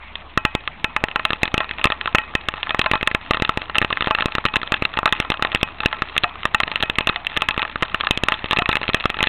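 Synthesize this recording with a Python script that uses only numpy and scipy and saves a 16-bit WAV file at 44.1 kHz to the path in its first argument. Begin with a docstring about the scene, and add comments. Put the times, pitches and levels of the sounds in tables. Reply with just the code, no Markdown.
"""Hail on a rocky shore, heard through the microphone built into a small hand-held camera.
From the start noise bands hiss like hail on rock and water, over a low hum of two wavering sines.
Single stones, loud and soft, crack on the plastic housing, ring its modes and shove the diaphragm;
the strongest overload the input. Over the first 1.6 s the patter of small stones and the hiss swell.
The hail goes on to the end, and from about 6 s three stones also sound a low hollow note."""
import sys
import numpy as np
from scipy import signal
from scipy.io import wavfile

SR = 44100
rng = np.random.default_rng(int(sys.argv[2]) if len(sys.argv) > 2 else 0)


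def digitize_waveform(pressure):
    """Quantize a signal to 16-bit integers and store it at the path in sys.argv[1].

    Rows of a 2-D input are taken as channels; values are limited to [-1, 1].
    """
    field = np.atleast_2d(pressure).T
    bounded = np.clip(field, -1, 1)
    quanta = np.round(bounded * 32767).astype(np.int16)
    wavfile.write(sys.argv[1], SR, quanta)


N = 409248


def from_db(db):
    """Decibels to gain."""
    return 10 ** (np.asarray(db) / 20)


def rms_one(x):
    """Scale to rms 1."""
    return x / np.sqrt(np.mean(x ** 2) + 1e-20)


def in_time(rows):
    """Draw straight lines between the rows of a table: one curve per column, at every sample."""
    s, *columns = np.transpose(rows)
    return [np.interp(np.arange(N) / SR, s, column) for column in columns]


def drift(corner_hz):
    """Slow random wander of spread 1: noise through two one-pole low-passes."""
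    step = 40   # samples between the slow values
    r = np.exp(-2 * np.pi * corner_hz * step / SR)
    noise = rng.standard_normal(N // step + 2002)
    slow = signal.lfilter([1], [1, -2 * r, r * r], noise)[2000:]   # drop the filter's run-in
    return np.interp(np.arange(N) / step, np.arange(len(slow)), rms_one(slow))


def ring(clicks, hz, t60_s):
    """A two-pole resonator: each unit click starts a sine of height 1 that falls 60 dB in t60_s."""
    r = np.exp(-np.log(1000) / (t60_s * SR))
    w = 2 * np.pi * hz / SR
    return signal.lfilter([0, np.sin(w)], [1, -2 * r * np.cos(w), r * r], clicks + 1e-18)


def clicks_at(seconds, sizes):
    """One-sample clicks of the given sizes."""
    out = np.zeros(N)
    places = np.round(np.asarray(seconds) * SR).astype(int)
    np.add.at(out, np.minimum(places, N - 1), sizes)
    return out


# the two hum tones, levels before their shared waver: pitch_hz [Hz], level_db [dB rms]
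HUM_TONES = [(36, -52.5), (66, -48.5)]


def hum():
    """Two low sines whose pitch and level waver a little together."""
    waver_cycles = np.cumsum(1.18 * drift(2.3)) / SR   # pitch wander, 1.18 Hz spread
    tones = 0
    for pitch_hz, level_db in HUM_TONES:
        cycles = pitch_hz * np.arange(N) / SR + waver_cycles + rng.random()
        tones = tones + np.sqrt(2) * from_db(level_db) * np.sin(2 * np.pi * cycles)
    return from_db(drift(10)) * tones


# tone of the hiss, relative before the whole is levelled: band_hz [Hz], density_db [dB per Hz]
HISS_TONE = [(30, -18.5), (75, 5), (565, -2.5), (1200, 6.5), (1500, -6.5), (2600, 3), (3600, -18.5)]


def far_hiss(hiss_db, patchy_db):
    """Hail on rock and water blurs into noise: half-octave bands, each flickering a little."""
    edges_hz = 28 * 2 ** np.arange(0, 8, .5)
    white = rng.standard_normal((2, N))   # neighbouring bands take different noise
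    tone_hz, tone_db = np.transpose(HISS_TONE)
    out = 0
    for k, (low, high) in enumerate(zip(edges_hz, edges_hz[1:])):
        band_pass = signal.butter(2, [low, high], "band", fs=SR, output="sos")
        band = signal.sosfilt(band_pass, white[k % 2])
        centre_db = np.interp(np.log(low * high) / 2, np.log(tone_hz), tone_db)
        out = out + band * from_db(centre_db + patchy_db * drift(14.0))
    return from_db(hiss_db) * rms_one(out)


# strength and decay of each housing mode, damped panels first, then longer-ringing inner parts:
# level_db [dB, relative within one blow], t60_s [s to fall 60 dB]
HOUSING_MODES = np.array([(-24.5, 0.031), (-18.5, 0.022), (-15.5, 0.053), (-6.5, 0.021), (-6.5, 0.021),
                 (-6, 0.02), (-7.0, 0.021), (-7, 0.016), (0.5, 0.0042), (-5.5, 0.021), (-4, 0.014),
                 (-4.5, 0.0093), (-5, 0.0095), (-11.5, 0.0089), (-2.5, 0.006), (-1, 0.003), (-24.5, 0.081),
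                 (-19.0, 0.11), (-24, 0.16), (-30.5, 0.14), (-30.5, 0.22), (-35, 0.17), (-27, 0.25),
                 (-35, 0.15), (-37, 0.12)])
# pitch of each housing mode, in the same order: pitch_hz [Hz]
MODE_HZ = np.array([625, 790, 1050, 1200, 1310, 1730, 1860, 2060, 2350, 2630, 2760, 3200, 3600, 3950, 1400, 3350, 638, 858, 1338, 1570, 1888, 2403, 2542, 2940, 3035])
BRIGHT_INNER = 0.4   # share of a stone's brightness that reaches the longest-ringing parts


def colour(bright_db, shake_db):
    """The landing spot tilts high modes against low ones and shakes the inner parts more or less."""
    t60_s = HOUSING_MODES.T[1]
    height = np.clip(np.log2(MODE_HZ / 1800), -.5, .5)   # low modes -.5, high modes +.5
    lasting = np.clip(np.log10(t60_s / 0.037), 0, 1)   # damped panels near 0, the longest ringing 1
    tilt = height * (1 - (1 - BRIGHT_INNER) * lasting)
    return np.outer(bright_db, tilt) + np.outer(shake_db, lasting)


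COMMON_SHOVE_DB, MIDDLE_SHAKE_DB = -21.5, -2.5   # dB; shake is the middle of a random spread


def chance_colour(s, peak_db):
    """Blows with one common shove level, each on a random spot: duller or brighter, shaking more or less."""
    bright_db, shake_db = 7.0 * rng.standard_normal((len(s), 2)).T
    shove_db = np.full(len(s), COMMON_SHOVE_DB)
    return s, peak_db, colour(bright_db, MIDDLE_SHAKE_DB + shake_db), shove_db


def patter(per_s, faint_db):
    """Small stones fall at random moments in loose swarms, many faint and a few louder."""
    swarm = from_db(4.0 * drift(5))
    born = np.flatnonzero(rng.random(N) < per_s * swarm / SR)
    size_db = 5.95 * np.minimum(rng.exponential(1, len(born)), 2.8)
    return chance_colour(born / SR, faint_db[born] + size_db)


# single stones on the housing, with one common shove level and random brightness:
# start_s [s], peak_db [dB, before any flutter or overload]
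PLAIN_STONES = [(1.085, -11.5), (1.113, -16), (1.195, -10), (1.322, -15.5), (1.632, -17), (1.644, -16.5),
                (1.692, -16), (1.784, -14), (1.794, -16.5), (1.814, -12.5), (2.012, -7), (2.41, -26),
                (2.539, -12.5), (2.67, -12), (2.842, -11), (3.011, -9), (3.351, -14), (3.449, -7),
                (3.697, -13), (3.747, -13.5), (3.765, -9), (4.061, -11), (4.081, -10.5), (4.104, -18),
                (4.176, -20), (4.200, -15), (4.243, -20), (4.283, -16), (4.321, -17), (4.441, -18),
                (4.485, -13.5), (4.616, -13), (4.675, -14.5), (4.766, -16), (4.939, -14.5), (5.091, -16),
                (5.151, -16), (5.224, -14), (5.249, -14.5), (5.341, -12), (5.372, -18), (5.471, -15.5),
                (5.518, -12), (5.528, -15), (5.613, -15), (5.687, -18.5), (5.834, -12.5), (5.851, -19),
                (6.165, -6.5), (6.432, -13), (6.678, -9), (6.956, -14), (7.248, -15.5), (7.342, -20),
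                (7.408, -15), (7.543, -13), (7.564, -18), (7.594, -6.5), (7.678, -19), (7.697, -19.5),
                (7.809, -20), (7.853, -19), (7.882, -22), (8.002, -13.5), (8.047, -13), (8.341, -9),
                (8.459, -12.5), (8.522, -7), (8.563, -7), (8.831, -8.5), (8.839, -10.5), (8.898, -6.5),
                (9.000, -15), (9.007, -10.5), (9.040, -11), (9.096, -17), (9.143, -14), (9.261, -16)]


def plain_stones():
    """Single stones on the housing, with one common shove level and random brightness."""
    return chance_colour(*np.transpose(PLAIN_STONES))


FLUTTER_DB, FLUTTER_HZ = 3.0, 47   # spread in dB and corner of the random wander in Hz


def flutter():
    """Loose parts waver in level as they ring."""
    return from_db(FLUTTER_DB * drift(FLUTTER_HZ))


# stones that strike a hollow part, peak before the flutter: start_s [s], peak_db [dB]
HOLLOW_STONES = [(6.242, -18), (7.16, -24), (8.591, -17)]


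def hollow_notes():
    """A few stones ring one low hollow part, a single fluttering mode."""
    start_s, peak_db = np.transpose(HOLLOW_STONES)
    return ring(clicks_at(start_s, from_db(peak_db)), hz=710, t60_s=0.13) * flutter()


# single stones on the housing, from soft taps to overloading cracks:
# start_s [s], peak_db [dB, before any flutter or overload], shove_db [dB, diaphragm shove against crack],
# bright_db [dB, high against low modes], shake_db [dB, shake of the ringing inner parts]
COLOURED_STONES = [(0.155, -12, -14, 13, -3), (0.375, 7, -3, -1, -1), (0.451, 4.5, -3.5, 1, 6),
                   (0.551, 2.5, -0.5, 7, 2), (0.676, -4, -44, 0, -12), (0.844, 1.5, -9, 4.5, 2.5),
                   (0.964, -1, -14, -1, -5.5), (1.039, 1.5, -7, 0.5, -5), (1.159, -2.5, -8, -0.5, 0),
                   (1.252, -0.5, -13.5, 1, -4), (1.305, -3.5, -10, 0, -5), (1.332, -3, -10.5, -3, -7),
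                   (1.432, 4.5, -2.5, 4.5, 0), (1.455, -7.5, -9, 5, 4), (1.478, -7.5, -9, 1, -9),
                   (1.542, 3.5, -1.5, 3, 4.5), (1.579, -1, -6.5, 6.5, 10.5), (1.604, -4.5, -28, -5, 10),
                   (1.711, -7.5, -12.5, 13, 7), (1.842, 3, -20, 3, -6), (1.855, 4.5, 0.5, -3, -3),
                   (1.871, -3.5, -25, 2, -12), (1.902, -3.5, -13.5, -1.5, 3), (1.921, -3.5, -22, -1, -1),
                   (2.058, -6, -13, 1.5, -3), (2.075, -9, -29, -16, -4), (2.148, 8, -3, -11, -34),
                   (2.154, -3, -17, 7.5, 13), (2.184, -2.5, -11, 5, 13), (2.352, 4.5, -6, 3, 5),
                   (2.486, 0, -11, 1, -9), (2.63, -5, -34, 10, 3), (2.694, -6, -18, 0, 8),
                   (2.707, -3, -22, 1, 7.5), (2.746, -2.5, -13, -9, -4), (2.793, 4.5, -5.5, 11.5, -7),
                   (2.815, -2.5, -35, 3, -14), (2.861, -2.5, -11, -11, -1), (2.914, 3.5, -5, 8, -6),
                   (2.935, -3, -8, -6.5, 11.5), (2.955, -4, -13, -10, -17), (3.029, -2.5, -7, -1, -3),
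                   (3.074, 2.5, -12, 0.5, -1.5), (3.114, -7.5, -7, -2, -9), (3.148, 2, -10.5, -2.5, -9),
                   (3.309, 2.5, -7.5, -7.5, -7), (3.335, -6, -19, 8, 1), (3.345, -4, -14, 0, -5),
                   (3.371, -5.5, -14, -8, -6), (3.399, -10, -5, -1, -7), (3.422, 2.5, 1, -0.5, 5),
                   (3.493, 0, -7, -8.5, -6), (3.574, -1, -3, 3, -2), (3.618, -10, -13, 20, -14),
                   (3.755, -5.0, -36, -2, -2), (3.783, 3, -9.5, 12, -18), (3.816, -2.5, -7.5, 0, 2),
                   (3.825, -3.5, -7.5, -3, -4), (3.847, -2.5, -11, 2, -1), (3.904, -10, -37, -12, 0),
                   (3.927, -3.5, -20, 5, -17), (3.972, -3.5, -27, -1, -2), (4.008, -4.0, -17, 7, -6),
                   (4.023, -4.5, -16, 3, -6), (4.044, -11, -18, -4, -5), (4.072, -3, -3.5, -8, 0),
                   (4.109, 1.5, -8, -8, 7), (4.149, -1, -10.5, 2, -34), (4.186, -3.5, -11, -5, 0),
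                   (4.207, -6.5, -34, 17, -6), (4.223, -4, -16, -4.5, -8), (4.258, 3.5, -0.5, 5, -2),
                   (4.352, 0.5, -7.5, -1.5, 0), (4.383, -4, -13, -11, -9), (4.453, 4, -3, -4, -14),
                   (4.462, -5, -14, 17, 12), (4.539, -8.5, -15, -5.5, -2), (4.558, -0.5, -42, 1, -11),
                   (4.566, -1.5, -4, 19, -32), (4.631, -6.5, -6.5, -6, 0), (4.721, 2, -5.5, -0.5, 3.5),
                   (4.741, -4, -10, 3, -8), (4.823, -1.5, -0.5, -1, 0), (4.852, -2.0, -27, 2, -16),
                   (4.972, -6, -5, -1, 4), (4.989, -2, -14, -3, -9), (5.031, -6, -12, -38, -9),
                   (5.057, 1.5, -7, -9, 2), (5.077, -4.5, -23, -5.5, -8), (5.125, 1.5, -8.5, 6, 4),
                   (5.130, -5.5, -19, -4, -7), (5.201, 3, -5.5, 10, -6), (5.302, 1, -4, 11, 6),
                   (5.319, -3.5, -17, 5, -4), (5.395, -14, -23, -19, 8), (5.424, 1, -8.5, 2.5, -3),
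                   (5.449, -3, -10, -6, -8), (5.548, 3.5, -5, 10, -1), (5.558, -5, -19, 4, -20),
                   (5.63, 7, -1.5, 11, 5), (5.804, -8, -20, 0, 3), (5.859, 5.5, -3, 5.5, -5),
                   (5.928, -6.5, -41, -9, 1), (6.021, -1, -10, -3, -32), (6.179, 1, -15, 20, -35),
                   (6.236, -1.5, -7, 16, -6), (6.241, -3, -25, -5, 4), (6.454, 2.5, -5.5, -6, -30),
                   (6.546, 4.5, -11.5, 0, -7), (6.602, 1, -15.5, -4, -14), (6.634, -3, -15, 4, -29),
                   (6.716, -6.5, -15, 1.5, 1), (6.758, -2.5, -40, 11, -10), (6.805, -9, -9, 5, 6),
                   (6.826, -1, -18.5, 9, 11), (6.834, -3, -7, -1, -14), (6.898, -2, -10.5, 17, -5),
                   (6.985, 0, -10.5, 4, -11), (7.008, -7, -10, 7, 13), (7.072, 0.5, -8.5, 1.5, -5),
                   (7.091, -5.5, -30, 16, 13), (7.096, -2, -5, -4, -13), (7.16, -5.5, -35, 6, -2),
                   (7.268, -2, -51, 18, -28), (7.366, -3.5, -32, 3, -18), (7.373, 0, -14, 3, -7),
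                   (7.42, 0, -10, 0.5, 3), (7.487, 0.5, -9, -0.5, -6), (7.509, -6, -21, 14, 6),
                   (7.578, -3, -6, -0.5, -1), (7.619, -4, -31, 16, 1), (7.628, -3.5, -24, -8, -13),
                   (7.651, -10, -36, -13, 2), (7.758, -8.5, -9, -5, -22), (7.824, 0, -2.5, -3, -6),
                   (7.83, -2, -12, -4, -17), (7.945, -3, -13, 1.5, -6), (8.009, -2, -26, 8, -17),
                   (8.036, -11, -39, -24, -6), (8.07, -3.5, -20, -4.5, -26), (8.109, 7.5, -3, 22, 7),
                   (8.175, 0, -7, 17, -25), (8.236, 1.5, -2.5, 9, -22), (8.285, -0.5, -10, 0.5, 1),
                   (8.321, -3, -17, -7, -6), (8.443, -7, -1.5, 0, -3), (8.51, 2, -9.5, 6, -1),
                   (8.531, -1.5, -17, -2.5, -2), (8.571, -2.5, -13, 10, 3), (8.587, -1, -7, -2, 6),
                   (8.591, -4, -21, 12, -2), (8.621, -3, -7.5, -6, -26), (8.658, -5.5, -21, 7, -2),
                   (8.691, 2, -4.5, 0.5, 9), (8.714, -10, -7, 18, 1), (8.729, -2, -27, -3, -2),
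                   (8.755, 0.5, -16, 10, -9), (8.769, -3, -18, 1, -9), (8.815, -9, -8, -3, 3),
                   (8.88, -8, -15, 7, 3), (8.891, -2.5, -3, 16, -11), (8.934, -9, -23, 18, -1),
                   (8.945, 4, -4, 12, 2), (9.056, 3.5, -7.5, -0.5, -20), (9.101, -2, -10, 4, 7.5),
                   (9.169, -13, -8, 1, 4), (9.189, -10, -15, 0, 12), (9.206, -3.5, -13, 3, 3),
                   (9.228, 0.5, -5.5, -1, -16), (9.239, -4, -25, 6, 0), (9.271, -2.5, -8, 11, -25.0)]


def coloured_stones():
    """Single stones from soft taps to overloading cracks, each with its own shove, brightness and shake."""
    start_s, peak_db, shove_db, bright_db, shake_db = np.transpose(COLOURED_STONES)
    return start_s, peak_db, colour(bright_db, shake_db), shove_db


THUMP_S, CONTACT_S = 0.00045, 0.00080   # s: rise of the shove, longest delay of a mode
SPOT_SPREAD_DB = 5.0   # dB, how much the landing spot changes the damped modes


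def strike_housing(seconds, peak_db, colour_db, shove_db):
    """A blow rings every mode with its own strength, sign and slight delay, and shoves the diaphragm."""
    level_db, t60_s = HOUSING_MODES.T
    shape = (len(seconds), len(MODE_HZ))
    # inner parts are shaken through the whole housing, so the longer a mode rings the less the spot matters
    spread_db = SPOT_SPREAD_DB / (1 + (t60_s / 0.11) ** 4)
    spot_db = spread_db * np.clip(rng.standard_normal(shape), -2, 1.1)
    size = from_db(level_db + colour_db + spot_db) * rng.choice([-1, 1], shape)
    # the shortest modes are delayed least, so the dry crack comes first
    late_s = CONTACT_S * rng.random(shape) * np.minimum(t60_s / 0.012, 1)

    # preview the first 3 ms of each blow to set its peak
    time = np.arange(0, .003, 1 / SR)
    age = np.maximum(time - late_s[..., None], 0)
    decay = np.exp(-np.log(1000) * age / t60_s[:, None])
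    rings = np.sin(2 * np.pi * MODE_HZ[:, None] * age) * decay
    crack = (size[..., None] * rings).sum(axis=1)
    crack_peak = np.abs(crack).max(axis=1)[:, None]
    size = size / crack_peak
    # the shove goes one way; crack and shove together reach the stone's peak
    shove = (time / THUMP_S * np.exp(1 - time / THUMP_S)) ** 2
    both = crack / crack_peak - np.outer(from_db(shove_db), shove)
    gain = from_db(peak_db) / np.abs(both).max(axis=1)

    ringing = 0
    for k, hz in enumerate(MODE_HZ):
        clicks = clicks_at(seconds + late_s[:, k], gain * size[:, k])
        mode = ring(clicks, hz, t60_s[k])
        if t60_s[k] > .06:   # the long-ringing inner parts are loose
            mode = mode * flutter()
        ringing = ringing + mode
    shoves = signal.fftconvolve(clicks_at(seconds, gain * from_db(shove_db)), shove)[:N]
    return ringing - shoves


# the shower, straight lines between rows: start_s [s], stones_per_s [small stones per s, before swarming],
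# faint_db [dB, peak of the faintest small stone], hiss_db [dB rms, far hiss]
SHOWER_CURVES = [(0.0, 150, -49.5, -43), (1.6, 160, -40, -40.5), (6.1, 170, -38, -40),
                 (9.28, 220, -37, -40.5)]


def scene():
    """All sources summed at the microphone."""
    per_s, faint_db, hiss_db = in_time(SHOWER_CURVES)
    background = hum() + far_hiss(hiss_db, patchy_db=3.0)
    blows = zip(coloured_stones(), plain_stones(), patter(per_s, faint_db))
    hail = strike_housing(*[np.concatenate(column) for column in blows]) + hollow_notes()
    return (background + hail)[None]


OFFSET = -0.0037   # steady bias of the input stage
INPUT_TOP, OUTPUT_TOP = 0.82, 0.7   # clipping heights before and after the converter
BAND_HZ, CUTOFF_HZ = 4230, 17300   # Hz: converter's cutoff, then where the last filter is 70 dB down


def record(dry):
    """The input overloads, a narrow-band converter low-passes, its overshoot is clipped, the top is cut."""
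    x = np.clip(dry + OFFSET, -INPUT_TOP, INPUT_TOP)
    taps = signal.firwin(numtaps=221, cutoff=BAND_HZ, window=("kaiser", 9.0), fs=SR)
    x = signal.fftconvolve(x, taps[None], "same")
    x = np.clip(x, -OUTPUT_TOP, OUTPUT_TOP)
    top_cut = signal.cheby2(12, 70, CUTOFF_HZ, fs=SR, output="sos")
    return signal.sosfilt(top_cut, x)


dry = scene()
out = record(dry)
digitize_waveform(out)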